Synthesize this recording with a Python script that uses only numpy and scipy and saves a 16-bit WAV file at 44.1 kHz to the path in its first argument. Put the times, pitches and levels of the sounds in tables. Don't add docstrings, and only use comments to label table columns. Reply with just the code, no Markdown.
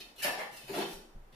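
import sys
import numpy as np
from scipy import signal
from scipy.fft import rfft, irfft
from scipy.io import wavfile
from scipy.ndimage import uniform_filter1d

SR = 44100
rng = np.random.default_rng(int(sys.argv[2]) if len(sys.argv) > 2 else 0)


def wrap_up_sound(samples):
    columns = np.atleast_2d(samples).T
    tamed = np.clip(columns, -1, 1)
    steps = np.round(tamed * 32767).astype(np.int16)
    wavfile.write(sys.argv[1], SR, steps)


N = 59535
T = np.arange(N) / SR
FREQS = np.maximum(np.arange(N + 1) * SR / (2 * N), 1)

# (frequency [Hz], relative density [dB])
AIR_SPECTRUM = [(20, -4.5), (35, 2), (60, -11), (100, -18.5), (200, -10), (450, -10.5), (800, -12),
                (1500, -16.5), (4000, -29.5), (8000, -34.5), (15000, -33.5)]
TUB_SPECTRUM = [(70, -34.5), (115, -28), (180, 0), (260, 1), (400, 3), (560, -8.5), (900, -12.5),
                (1600, -46), (4000, -38.5)]
WALL_SPECTRUM = [(100, -35), (280, -21.5), (450, -5), (620, -5), (800, -4), (980, -7), (1200, -12.5),
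                 (1500, -12.5), (2500, -19.5), (6000, -52)]
RASP_SPECTRUM = [(300, -26.5), (1000, -13.5), (1900, -11.5), (2700, -0.5), (3300, 5), (4400, 0),
                 (5300, -3.5), (6500, -11), (15000, -28)]
GRIT_SPECTRUM = [(1500, -27.5), (4000, 4.5), (5500, 3.5), (7000, -1.5), (8300, -1), (9300, 3),
                 (11800, -1.5), (13000, 1), (15000, -8.5)]
TICK_SPECTRUM = [(2000, -26), (6000, -5), (11000, -8), (13000, 0), (15000, 4)]
# (start [s], attack [s], length [s], tub [dB],
# wall [dB], free blade [dB], pressed blade [dB], rasp [dB], grit [dB])
TOOL_PUSHES = [(0.0, 0.00033, 0.0057, -53.5, -59.5, -67, -73, -37.5, -49),
               (0.043, .01, 0.056, -77, -64.5, -90, -69, -67, -68),
               (0.157, 0.0039, 0.0055, -73, -58, -80, -72, -49.5, -54),
               (0.175, 0.013, 0.031, -60.5, -60, -70, -56.5, -42, -46.5),
               (0.219, 0.0047, 0.02, -59, -46.5, -32.5, -47, -29.5, -31),
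               (0.242, 0.0027, 0.043, -43, -33, -42.5, -41.5, -37.5, -42),
               (0.32, 0.0019, 0.037, -82, -41, -62, -49, -48.5, -69),
               (0.372, 0.0022, 0.041, -68, -38, -60, -41, -45, -53),
               (0.426, 0.0068, 0.037, -59.5, -48.5, -61, -62, -56, -63),
               (0.505, .014, .042, -61.5, -57, -90, -55.5, -50.5, -52),
               (0.561, .001, 0.011, -81, -66, -87, -66, -47.5, -45.5),
               (0.578, 0.0084, 0.099, -68.5, -65, -73, -69, -53.5, -61),
               (0.668, 0.014, 0.067, -65, -50, -79, -60, -45.5, -50.5),
               (0.687, 0.0071, 0.0225, -41, -56, -80, -70, -77, -71),
               (0.729, 0.0077, 0.028, -52, -39.5, -63, -57, -38, -45),
               (0.755, 0.0044, 0.036, -33.5, -39.5, -48, -77, -37.5, -45),
               (0.794, 0.0058, 0.028, -43, -35.5, -74, -50.5, -37.5, -49),
               (0.838, 0.0054, 0.025, -47, -48.5, -64, -75, -47, -56),
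               (0.868, 0.007, 0.079, -68, -60, -85, -61, -51.5, -50),
               (0.977, 0.011, .04, -62.5, -85, -96, -92, -62, -90),
               (1.323, 0.0022, .03, -65, -76, -86, -70, -58, -69)]
# (frequency [Hz], relative energy [dB], t60 [s])
TUB_RING_MODES = [(135.3, -9, 0.28), (189.2, 1, 0.16), (261.5, -6, .17), (337, -3.5, 0.21),
                  (396.8, 0, 0.32), (466, -1, 0.23), (570, -17, 0.36), (736, -15, 0.19), (876, -7, .2)]
FREE_BLADE_MODES = [(1748, -1, 0.081), (1767, -2, 0.044), (2790, 2.5, 0.066), (4060, -13, .05),
                    (5025, -6.5, 0.041), (11200, -19, .015), (11500, -4, .015)]
PRESSED_BLADE_MODES = [(1719, -4, 0.013), (1800, 1, 0.015), (2098, -5, 0.048), (2234, -9, 0.029),
                       (2722, -10.5, 0.051)]
BLADE_EDGE_MODES = [(2667, 5.5, 0.034), (2794, -5.5, 0.069), (3119, -1, 0.037), (3557, -5, 0.12),
                    (4380, -15, 0.021), (5360, -10.5, 0.045)]
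FLOOR_SWAY_MODES = [(23.2, 6, 0.63), (51, -11, 1), (74.5, -9.5, .35)]
TUB_BOOM_MODES = [(133, 1.5, 0.33), (162, -7.5, 0.047), (215.3, -3, 0.2)]
# (frequency [Hz], t60 [s])
ROOM_DECAY = [(150, 0.34), (400, 0.77), (900, 0.53), (2500, 0.48), (6000, 0.61), (14000, 0.37)]
# (frequency [Hz], correlation [-1..1])
MIC_CORRELATION = [(30, 1), (70, 0.11), (150, 0.93), (300, 0.86), (600, 0.45), (1500, -0.16),
                   (4000, -0.015), (14000, -0.2)]
# (start [s], length [s], pitch [Hz], level into the room [dB])
BLADE_SQUEAKS = [(0.214, 0.028, 1765, -36), (0.257, 0.04, 1726, -39), (0.773, 0.098, 3088, -53.5)]
# (time [s], sway peak [dB], boom peak [dB])
WEIGHT_SHIFTS = [(0.246, -64, -50), (0.51, -86, -59), (0.636, -72, -52.5), (0.69, -68, -48),
                 (0.937, -49, -90), (1.15, -42.5, -51.5), (1.327, -63, -57)]
# (time [s], knock drive [dB], tick drive [dB])
TOOL_CATCHES = [(0.277, -18.5, -28), (0.561, -55, -31), (0.776, -13.5, -32), (0.919, -29.5, -38)]

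SLIPS_PER_S, SLIP_SCATTER, SLIP_SPREAD_DB = 480, .55, 2
CRUMBS_PER_S, CRUMB_SPREAD_DB, CRUMBLE_S = 6800, 4, 0.0013
RELEASE_S = 0.0063
LEDGE_GAIN, LEDGE_NEAR_S, LEDGE_FAR_S = 0.82, .0004, .0025
TUB_RING_DB, TUB_KNOCK_DB, TUB_LOW_CUT_HZ = -3, 1.5, 108
EDGE_RING_DB, EDGE_RASP_DB = -5.5, -2
BUILD_S, EARLY_DB, EARLY_T60_S = .001, 5.5, 0.17
SQUEAK_FADE_S, SQUEAK_WOBBLE, WOBBLE_PER_S = 0.0059, 0.0119, 350
AIR_DB, DIRECT_DB, TUB_ROOM_DB, TUB_DIRECT_DB = -62, -9, -10, -1
LEFT_DB, TREBLE_RIGHT_DB, TOP_HZ = 0.43, 1.5, 15150


def undb(db):
    return 10 ** (np.asarray(db) / 20)


def curve(points, hz=FREQS):
    freqs, values = np.array(points, float).T
    return np.interp(np.log(hz), np.log(freqs), values)


def unit(response):
    return response / np.sqrt(np.sum(response ** 2, axis=-1, keepdims=True))


def shape(sound, gain):
    return irfft(rfft(sound, 2 * N) * gain)[..., :N]


def through(sound, response):
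    return shape(sound, rfft(response, 2 * N))


def colour(spectrum):
    cepstrum = irfft(np.log(undb(curve(spectrum))))
    causal = 2 * cepstrum[:N] * (T > 0)
    return unit(irfft(np.exp(rfft(causal, 2 * N)))[:N])


def decay(t60):
    return np.exp(-np.log(1000) * T / t60)


def ring(modes):
    return unit(sum((-1) ** k * undb(db) * unit(np.sin(2 * np.pi * hz * T) * decay(t60))
                    for k, (hz, db, t60) in enumerate(modes)))


def stereo(pair):
    likeness = curve(MIC_CORRELATION)
    mid, side = shape(pair, np.sqrt(np.array([1 + likeness, 1 - likeness]) / 2))
    return np.array([mid + side, mid - side])


def room_tone():
    return undb(AIR_DB) * stereo(through(rng.standard_normal((2, N)), colour(AIR_SPECTRUM)))


def friction():
    gap, size = rng.standard_normal((3000, 2)).T
    at = (np.cumsum(np.exp(SLIP_SCATTER * gap)) / SLIPS_PER_S * SR).astype(int)
    slips = np.bincount(at[at < N], undb(SLIP_SPREAD_DB * size[at < N]), N)
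    shower = np.sqrt(np.abs(through(slips ** 2, np.exp(-T / CRUMBLE_S))))
    breaks = rng.random(N) < CRUMBS_PER_S / SR
    crumbs = breaks * undb(CRUMB_SPREAD_DB * rng.standard_normal(N))
    return slips - slips.mean(), shower * crumbs * np.sign(rng.standard_normal(N))


def scraper():
    slips, crumbs = friction()
    drive = np.zeros((7, N))
    for start, attack, length, *levels in TOOL_PUSHES:
        bite = np.clip((T - start) / attack, 0, 1)
        push = bite * np.exp(-np.maximum(T - start - length, 0) / RELEASE_S)
        lag_s = rng.uniform(LEDGE_NEAR_S, LEDGE_FAR_S)
        echoed = crumbs + LEDGE_GAIN * np.roll(crumbs, int(lag_s * SR))
        force = unit(np.array([slips, slips, crumbs, crumbs, echoed, echoed]) * push)
        drive[:-1] += undb(levels)[:, None] * force * np.linalg.norm(push)
    drive[[0, -1]] += catches()
    edge = undb(EDGE_RING_DB) * ring(BLADE_EDGE_MODES) + undb(EDGE_RASP_DB) * colour(RASP_SPECTRUM)
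    bodies = np.array([undb(TUB_KNOCK_DB) * colour(TUB_SPECTRUM), colour(WALL_SPECTRUM),
                       ring(FREE_BLADE_MODES), ring(PRESSED_BLADE_MODES), edge,
                       colour(GRIT_SPECTRUM), colour(TICK_SPECTRUM)])
    scrape, tub_force = through(drive, bodies).sum(axis=0), drive[0]
    return scrape, tub_force


def tub_ring(force):
    low_cut = signal.butter(2, TUB_LOW_CUT_HZ, "high", fs=SR, output="sos")
    return through(force, signal.sosfilt(low_cut, undb(TUB_RING_DB) * ring(TUB_RING_MODES)))


def bathroom(sound):
    noise, tail = rng.standard_normal((2, N)), 0
    for band_hz, t60 in ROOM_DECAY:
        band = curve([(hz, hz == band_hz) for hz, _ in ROOM_DECAY])
        fade = decay(t60) + undb(EARLY_DB) * decay(EARLY_T60_S)
        tail += shape(noise, band) * unit((1 - np.exp(-T / BUILD_S)) * fade)
    power = uniform_filter1d(np.abs(rfft(tail, 2 * N)) ** 2, size=60)
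    flat_tail = shape(tail, power ** -.5)
    reverb = through(sound, stereo(flat_tail))
    lean_db = curve([(6000, -LEFT_DB), (13000, TREBLE_RIGHT_DB)])
    return shape(reverb + undb(DIRECT_DB) * sound, undb(np.array([-lean_db, lean_db]) / 2))


def squeaks():
    out, window = 0, int(SR / WOBBLE_PER_S)
    wobble = uniform_filter1d(rng.standard_normal(N), window) * np.sqrt(window)
    for start, length, hz, db in BLADE_SQUEAKS:
        gate = np.clip(np.minimum(T - start, start + length + SQUEAK_FADE_S - T) / SQUEAK_FADE_S, 0, 1)
        phase = 2 * np.pi * np.cumsum(hz * (1 + SQUEAK_WOBBLE * wobble)) / SR
        out += undb(db) * gate * np.sqrt(2) * np.sin(phase)
    return out


def thuds():
    out, bodies = 0, (ring(FLOOR_SWAY_MODES), ring(TUB_BOOM_MODES))
    for start, *levels in WEIGHT_SHIFTS:
        for db, body in zip(levels, bodies):
            out += undb(db) * np.interp(T - start, T, body) / np.abs(body).max()
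    return out


def catches():
    impulses = np.zeros((2, N))
    for start, *levels in TOOL_CATCHES:
        impulses[:, int(start * SR)] += undb(levels)
    return impulses


def scene():
    scrape, tub_force = scraper()
    tub = tub_ring(tub_force)
    room = bathroom(scrape + squeaks() + undb(TUB_ROOM_DB) * tub)
    return room + undb(TUB_DIRECT_DB) * tub + thuds() + room_tone()


def record(dry):
    return signal.sosfilt(signal.ellip(10, .2, 80, TOP_HZ, fs=SR, output="sos"), dry)


dry = scene()
out = record(dry)
wrap_up_sound(out)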